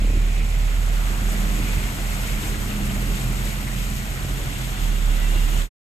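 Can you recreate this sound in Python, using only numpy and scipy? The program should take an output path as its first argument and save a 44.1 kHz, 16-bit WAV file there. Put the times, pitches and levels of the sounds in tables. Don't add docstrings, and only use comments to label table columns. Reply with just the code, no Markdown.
import sys
import numpy as np
from scipy import signal
from scipy.fft import rfft, irfft, next_fast_len
from scipy.io import wavfile

SR = 44100
rng = np.random.default_rng(int(sys.argv[2]) if len(sys.argv) > 2 else 0)


def put_to_file(sound):
    columns = np.atleast_2d(sound).T
    safe = np.clip(columns, -1, 1)
    whole_steps = np.round(safe * 32767)
    wavfile.write(sys.argv[1], SR, whole_steps.astype(np.int16))


N = 256948
TIME = np.arange(N) / SR
FFT_SIZE = next_fast_len(N + 4096)
BIN_HZ = np.maximum(np.arange(FFT_SIZE // 2 + 1) * SR / FFT_SIZE, 1)

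# frequency in Hz, left minus right in dB.
PORT_BALANCE = [(40, -2.5), (90, -3), (140, 0), (220, -0.5), (450, 3), (750, 2.5), (1200, 2), (1600, -0.5),
                (2100, -4.5), (2700, -1), (3500, -2), (4500, 1.5), (7500, -0.5), (8600, 9.5), (10500, -5.5),
                (13000, 4)]
# frequency in Hz, phase lead in radians.
LEFT_LEAD = [(40, -.12), (90, -.12), (140, .12), (230, .06), (350, .3), (500, .95), (750, 1.25),
             (1100, 1.8), (1650, 2.7), (2100, 3.5), (2700, 6.28)]
# time in seconds, left minus right in dB.
WINDOW_SIDE = [(0, 0), (.7, 0), (1.6, 4), (5.6, 4)]


def from_db(db):
    return 10 ** (np.asarray(db) / 20)


def rms_one(x):
    return x / np.sqrt(np.mean(x ** 2) + 1e-20)


def in_time(rows):
    seconds, *columns = np.transpose(rows)
    return np.squeeze([np.interp(TIME, seconds, column) for column in columns])


def at_hz(rows, hz):
    row_hz, values = np.transpose(rows)
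    return np.interp(np.log(hz), np.log(row_hz), values)


def pan(left_db):
    gains = from_db(np.array([[.5], [-.5]]) * left_db)
    return gains / gains.mean(0)


def drift(rate):
    pole = np.exp(-80 * np.pi * rate / SR)
    slow = signal.lfilter([1], [1, -2 * pole, pole * pole], rng.standard_normal(N // 40 + 2002))[2000:]
    return np.interp(np.arange(N) / 40, np.arange(len(slow)), rms_one(slow))


def crest(peak_s, rise_s, fall_s):
    width_s = np.where(TIME < peak_s, rise_s, fall_s)
    return np.exp(-np.minimum(((TIME - peak_s) / width_s) ** 2, 40))


def swell(start, length):
    along = np.clip((TIME - start) / length, 0, 1)
    return 2 * np.sqrt(along * (1 - along))


def ring(clicks, hz, t60):
    pole, step = from_db(-60 / (t60 * SR)), 2 * np.pi * hz / SR
    return signal.lfilter([0, np.sin(step)], [1, -2 * pole * np.cos(step), pole * pole], clicks + 1e-18)


def at_ports(pair, colour):
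    # frequency in Hz, coherence from 0 to 1.
    likeness = [(60, .96), (210, 0.75), (330, 0.66), (500, 0.6), (700, 0.75), (1000, 0.7), (1300, 0.26),
                (1650, .5), (2100, 0.2), (2700, .25), (3400, 0), (5700, 0), (6600, 0.9), (14000, 0.66)]
    coherence = np.clip(at_hz(likeness, BIN_HZ), 0, .995)
    mid, side = rfft(pair, FFT_SIZE) * from_db(at_hz(colour, BIN_HZ))
    side = side * np.sqrt((1 - coherence) / (1 + coherence))
    lag = np.exp(-1j * at_hz(LEFT_LEAD, BIN_HZ))
    spectra = np.array([mid + side, (mid - side) * lag]) * pan(at_hz(PORT_BALANCE, BIN_HZ))
    out = irfft(spectra, FFT_SIZE)[:, :N]
    return out / np.std(out.mean(0))


def engine():
    # time in seconds, firings per second.
    speed = [(0.0, 38.4), (0.3, 38.2), (0.47, 39.0), (0.72, 39.7), (0.9, 39.3), (1.08, 40.3), (1.45, 40.7),
             (1.93, 41.8), (3.1, 42.5), (3.5, 43.3), (4.55, 43.7), (4.75, 42.0), (4.83, 39.2), (4.93, 37.6),
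             (5.15, 36.1), (5.6, 36.8)]
    # time in seconds, gain in dB.
    load = [(0, 1), (1.0, -4), (2.0, -3.5), (2.6, -2.5), (3.5, 0), (4.3, 3.5), (4.7, -4), (5.6, -3)]
    # time in seconds, gain in dB.
    boom = [(0, 0.5), (.6, 0), (.9, 0), (1.7, .5), (2.1, -1), (3.3, 2.5), (4.0, .5), (4.55, 0.5),
            (4.76, -4.5), (4.84, -.5), (4.95, -1.5), (5.1, 2), (5.6, 0)]
    # time of the lowest point in seconds, gain in dB.
    sags = [(.49, -4), (.78, -0.5), (1.17, -3), (1.91, -6), (2.41, -7.5), (2.7, -12), (3.19, -7),
            (3.63, -3), (4.15, -4.5)]
    # time in seconds, left minus right in dB.
    boom_side = [(0, -2), (.7, -4), (5.6, -5.5)]
    # frequency in Hz, width in Hz, peak response in dB.
    modes = [(38.09, 6.94, -18), (77.4, 11.1, -32.5), (111, 10, -41.5), (128, 5.6, -34), (151.4, 16, -43.5),
             (210.4, 8.3, -43)]
    firing_hz, load_db = in_time(speed), in_time(load)
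    phase = 2 * np.pi * np.cumsum(firing_hz * (1 + .0029 * drift(6.6))) / SR
    boom_db = in_time(boom) + sum(db * crest(s, rise_s=.038, fall_s=.038) for s, db in sags)
    drone = 0
    for order in range(1, 6):
        hz = order * firing_hz
        cabin = sum(from_db(db) / (1 + (2 * (hz - centre) / width) ** 2) for centre, width, db in modes)
        lead = np.array([[.5], [-.5]]) * at_hz(LEFT_LEAD, hz.mean())
        angle = order * phase + lead + rng.uniform(0, 2 * np.pi)
        waver = drift(8)
        if order == 1:
            tone = np.sin(angle) * from_db(boom_db + .6 * waver) * pan(in_time(boom_side))
        else:
            angle = angle + .15 * drift(8)
            tone = np.sin(angle) * from_db(load_db + .9 * waver) * pan(at_hz(PORT_BALANCE, hz.mean()))
        drone = drone + cabin * tone
    return np.sqrt(2) * drone


def road_noise():
    # time in seconds, relative level in dB.
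    roughness = [(0, -8), (.2, 2), (.35, -5.5), (.85, -4), (1.25, 2), (1.75, 3), (2.1, -3.5), (2.5, 3),
                 (3.4, -1), (4.1, -2.5), (4.4, 0), (4.8, -3), (5.1, -2), (5.6, -1)]
    # frequency in Hz, relative density in dB.
    rumble_colour = [(15, -13.5), (24, 3), (34, 11.5), (46, 5), (60, 6.5), (90, 4), (145, 4), (195, -3.5),
                     (260, -12), (450, -38.5)]
    roar_colour = [(100, -12), (165, 3.5), (215, -8), (280, 1), (330, -3.5), (400, -4.5), (460, -10),
                   (700, -26), (1500, -51)]
    road_db = in_time(roughness)
    rumble = at_ports(rng.standard_normal((2, N)), rumble_colour)
    rumble *= from_db(-31 + .37 * road_db + drift(18))
    roar = at_ports(rng.standard_normal((2, N)), roar_colour)
    roar *= from_db(-40.5 + road_db + drift(10.6))
    return rumble + roar


def tyre_hum(cavity_hz=203, width_hz=26):
    # time in seconds, beats per second, hum gain in dB.
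    tread = [(0, 22.5, -35), (.7, 24, -48), (1.35, 24.5, -31.5), (1.65, 24.3, -33), (1.95, 23.7, -39),
             (2.35, 25.2, -34.5), (2.58, 26.1, -39), (2.68, 25.8, -31), (2.92, 24.9, -28),
             (3.25, 24.9, -35), (3.55, 24.9, -36.5), (3.7, 24, -36), (4.04, 23.2, -34.5), (4.17, 22.8, -50),
             (4.6, 22.3, -42), (4.95, 20.6, -41), (5.6, 17, -46)]
    beat_hz, hum_db = in_time(tread)
    phase = 2 * np.pi * np.cumsum(beat_hz) / SR
    hum = 0
    for order in range(6, 15):
        resonance = 1 / np.hypot(1, (2 * (order * beat_hz - cavity_hz) / width_hz) ** 2)
        angle = order * phase + rng.uniform(0, 2 * np.pi) + .16 * drift(8)
        hum = hum + resonance * from_db(.7 * drift(8)) * np.sin(angle)
    cavity = signal.butter(2, [cavity_hz - width_hz, cavity_hz + width_hz], "band", fs=SR, output="sos")
    cavity_noise = rms_one(signal.sosfilt(cavity, rng.standard_normal(N)))
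    return from_db(hum_db) * (hum + from_db(-13) * cavity_noise / np.sqrt(2))


def droplets(per_s, spread_db):
    lands = rng.random(N) < per_s * from_db(2 * drift(30)) / SR
    sizes = from_db(spread_db * np.minimum(rng.exponential(1, N), 4))
    return lands * sizes * rng.standard_normal((2, N))


def bubbles(low_hz, high_hz, per_s, cycles, count=28):
    hits = droplets(per_s, spread_db=2)
    size_index = rng.integers(0, count, N)
    pitches = enumerate(np.geomspace(low_hz, high_hz, count))
    return rms_one(sum(ring(hits * (size_index == k), hz, cycles / hz) * np.sqrt(hz) for k, hz in pitches))


def wash(colour, grains, grain_db, flutter_db, flutter_rate):
    rush = at_ports(rng.standard_normal((2, N)), colour) + from_db(grain_db) * at_ports(grains, colour)
    rush *= from_db(flutter_db * drift(flutter_rate))
    return rush / np.std(rush.mean(0))


def flow():
    # time in seconds, relative level in dB.
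    depth = [(0, -4), (.85, -2), (1.05, -1), (1.7, 0.5), (2.5, 0), (3.3, -0.56), (4.4, -1.5), (5.0, -1.8),
             (5.6, 1)]
    # time of the crest in seconds, added level in dB.
    surges = [(1.33, 1), (1.73, 1), (2.26, 1.5), (2.45, 1.6), (3.19, 2), (3.47, 2.5), (3.8, 2), (4.63, 2.5),
              (4.82, 3)]
    return in_time(depth) + sum(db * crest(s, rise_s=.05, fall_s=.06) for s, db in surges)


def churn():
    # frequency in Hz, relative density in dB.
    colour = [(200, -18), (400, -4.5), (500, -4), (620, -0.5), (850, -2.5), (1120, -3), (1350, -2),
              (1520, -0.5), (1680, -3.5), (2400, -7.5), (5000, -43)]
    # time in seconds, level in dB.
    strength = [(0, -44.5), (.45, -46.5), (.8, -42), (1.05, -41), (1.45, -39.5), (2.1, -40.5), (3.2, -40.5),
                (3.75, -42.5), (4.6, -41.5), (5.0, -42), (5.3, -40), (5.6, -40)]
    grains = bubbles(450, 1700, per_s=900, cycles=13)
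    rush = wash(colour, grains, grain_db=-5.5, flutter_db=.6, flutter_rate=30)
    return rush * from_db(in_time(strength))


def splash():
    # frequency in Hz, relative density in dB.
    colour = [(900, -24.5), (1450, -15.5), (1650, -3), (1950, 1), (2350, -1.5), (2800, -0.5), (3400, -3.5),
              (4200, -6.5), (5500, -16.5), (9000, -41.5)]
    grains = bubbles(1700, 4800, per_s=1200, cycles=24)
    rush = wash(colour, grains, grain_db=-4, flutter_db=.35, flutter_rate=35)
    return rush * from_db(-41 + flow()) * pan(.6 * in_time(WINDOW_SIDE))


def spray(treble_hz=9600):
    # frequency in Hz, relative density in dB.
    colour = [(2000, -13), (4000, -9.5), (5000, -4.5), (6000, -2.5), (6500, 1.5), (7500, 3.5), (8300, 0),
              (9000, -2), (9600, -7.5), (10400, -5.5), (11700, -1), (13000, -1.5), (14400, -8.5)]
    # time in seconds, gain in dB.
    shade = [(0, -5), (.35, -6.5), (.65, -3.5), (.95, -2), (2.2, -0.1), (5.6, -1)]
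    grains = droplets(per_s=5000, spread_db=2.2)
    hiss = wash(colour, grains, grain_db=-4, flutter_db=.6, flutter_rate=18)
    treble = signal.sosfiltfilt(signal.butter(2, treble_hz, "high", fs=SR, output="sos"), hiss)
    hiss += (from_db(in_time(shade)) - 1) * treble
    return hiss * from_db(-39.5 + flow()) * pan(in_time(WINDOW_SIDE))


def swishes(width_hz=610):
    # start in seconds, length in seconds, centre frequency in Hz, level in dB.
    sheets = [(-.2, 0.99, 2368, -44), (0.39, 0.04, 2320, -43), (0.197, 0.6, 539.7, -44),
              (0.946, .3, 1242, -42), (1.52, 0.42, 2349, -41.5), (2.0, 0.47, 2387, -45),
              (2.65, 0.45, 2590, -48), (3.2, 1.3, 2348, -51), (4.1, 2, 3424, -46.5)]
    narrow = signal.butter(2, width_hz / 2, fs=SR, output="sos")
    in_phase, quadrature = signal.sosfilt(narrow, rng.standard_normal((2, 2, N)))
    out = 0
    for start, length, centre_hz, db in sheets:
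        phase = 2 * np.pi * centre_hz * TIME
        hiss = rms_one(in_phase * np.cos(phase) + quadrature * np.sin(phase))
        out = out + from_db(db) * swell(start, length) * hiss
    return out * pan(-1.6)


def knocks(vary_db=2.5):
    # time in seconds, level in dB.
    blows = [(.016, -30.5), (.045, -27), (.073, -28), (.101, -27.5), (.131, -28), (.151, -31), (.163, -34),
             (.170, -26), (1.213, -29.5), (1.595, -27), (1.983, -34.5), (2.464, -34.5), (2.803, -31),
             (3.026, -30.5), (3.464, -32), (4.245, -30), (4.467, -33), (5.357, -32), (5.56, -32)]
    # frequency in Hz, gain in dB, time to decay by 60 dB in seconds.
    modes = [(112, 1, 0.077), (221, 1, 0.041), (267, 2, 0.038), (342, 0.5, 0.039), (425, -2.5, 0.027),
             (606, -2, 0.016)]
    onsets, blow_db = [round(s * SR) for s, db in blows], np.array(blows)[:, 1]
    out = np.zeros(N)
    for k, (hz, mode_db, t60) in enumerate(modes):
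        clicks = np.zeros(N)
        clicks[onsets] = from_db(blow_db + mode_db + vary_db * rng.standard_normal(len(onsets)))
        out += (-1) ** k * ring(clicks, hz, t60)
    return out


def slaps(edge_ratio=1.13):
    # time of the crest in seconds, centre frequency in Hz, level in dB.
    handfuls = [(.384, 3500, -49), (1.299, 7500, -39.5), (1.434, 3700, -45), (1.707, 7500, -44),
                (1.78, 7500, -44), (2.428, 3600, -46), (2.475, 7500, -43), (3.169, 3900, -43),
                (3.219, 7500, -42.5), (3.438, 3500, -43), (4.188, 4200, -46), (4.561, 3250, -42.5),
                (5.35, 3500, -45), (5.578, 7200, -43)]
    drops = droplets(per_s=4000, spread_db=2)[0]
    out = 0
    for s, hz, db in handfuls:
        band = signal.butter(2, [hz / edge_ratio, hz * edge_ratio], "band", fs=SR, output="sos")
        patter = rms_one(signal.sosfilt(band, drops + 1e-18))
        out = out + from_db(db) * crest(s, rise_s=.009, fall_s=.015) * patter
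    return out * pan(.6 * in_time(WINDOW_SIDE))


def plops(count=9, gap_s=.0022, loss_db=.9, t60=.026, rise_per_s=1.5):
    # start in seconds, pitch in Hz, peak level of the first bubble in dB.
    gobs = [(.403, 2280, -33), (1.055, 690, -38.5), (1.145, 2700, -38), (1.68, 2500, -35),
            (1.76, 2410, -35.5), (2.025, 800, -39), (2.125, 2125, -37), (2.33, 2100, -36),
            (2.466, 2750, -36), (2.541, 1840, -37.5), (2.712, 2755, -35), (2.895, 2810, -36),
            (2.959, 575, -39), (3.198, 745, -35.5), (3.205, 2200, -37), (3.438, 920, -39),
            (3.671, 2160, -32), (4.158, 1420, -37), (4.182, 1250, -40), (4.242, 640, -41),
            (4.402, 630, -39), (4.553, 2985, -36.5), (5.068, 1035, -41), (5.588, 2400, -37)]
    out, age = np.zeros(N), np.arange(SR // 8) / SR
    for start, pitch_hz, db in gobs:
        for k, (late, detune, polarity) in enumerate(rng.uniform(-1, 1, (count, 3))):
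            onset = round((start + gap_s * k * (1 + .3 * late)) * SR)
            hz = pitch_hz * (1 + .11 * detune) * (1 + rise_per_s * age)
            level = from_db(db - loss_db * k - 60 * age / t60)
            tone = np.sign(polarity) * np.sin(2 * np.pi * np.cumsum(hz) / SR)
            out[onset:onset + len(age)] += level * tone
    return out


def brakes(grabs_per_s=15.5):
    # start in seconds, length in seconds, pitch in Hz, level in dB, phase jitter in radians.
    squeals = [(4.91, .08, 2800, -45.5, .3), (5.09, .08, 2790, -45, .3), (5.168, .105, 1968, -40.5, .1),
               (5.172, .05, 1510, -45, .6), (5.21, .05, 2790, -42.5, .3), (5.24, .06, 2670, -43.5, .4),
               (5.29, .18, 2785, -42, .4), (5.51, .1, 2820, -43, .6)]
    out = np.zeros(N)
    for start, length, pitch_hz, db, rough in squeals:
        grab = np.sin(2 * np.pi * grabs_per_s * (TIME - start) + .4 * drift(10))
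        hz = pitch_hz * (1 + .012 * rough * grab + .00279 * drift(54.5))
        flutter = 1 + min(1.5 * rough, .6) * grab
        level = from_db(db + 3 * rough * drift(27)) * swell(start, length) * flutter
        out += level * np.sin(2 * np.pi * np.cumsum(hz) / SR + rough * drift(120))
    return out


def scene():
    car = knocks() + engine() + road_noise() + tyre_hum()
    water = churn() + splash() + spray()
    ripple = from_db(.3 * drift(14))
    return car + water * ripple + swishes() + plops() + slaps() + brakes()


def record(dry):
    fade_start_s, fade_end_s, cutoff_hz = 5.602, 5.695, 14330
    remaining = np.clip((fade_end_s - TIME) / (fade_end_s - fade_start_s), 0, 1)
    fade = np.sin(np.pi / 2 * remaining) ** 2
    low_pass = 1 / np.sqrt(1 + (BIN_HZ / cutoff_hz) ** 400)
    return irfft(rfft(dry * fade, FFT_SIZE) * low_pass, FFT_SIZE)[:, :N]


dry = scene()
out = record(dry)
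put_to_file(out)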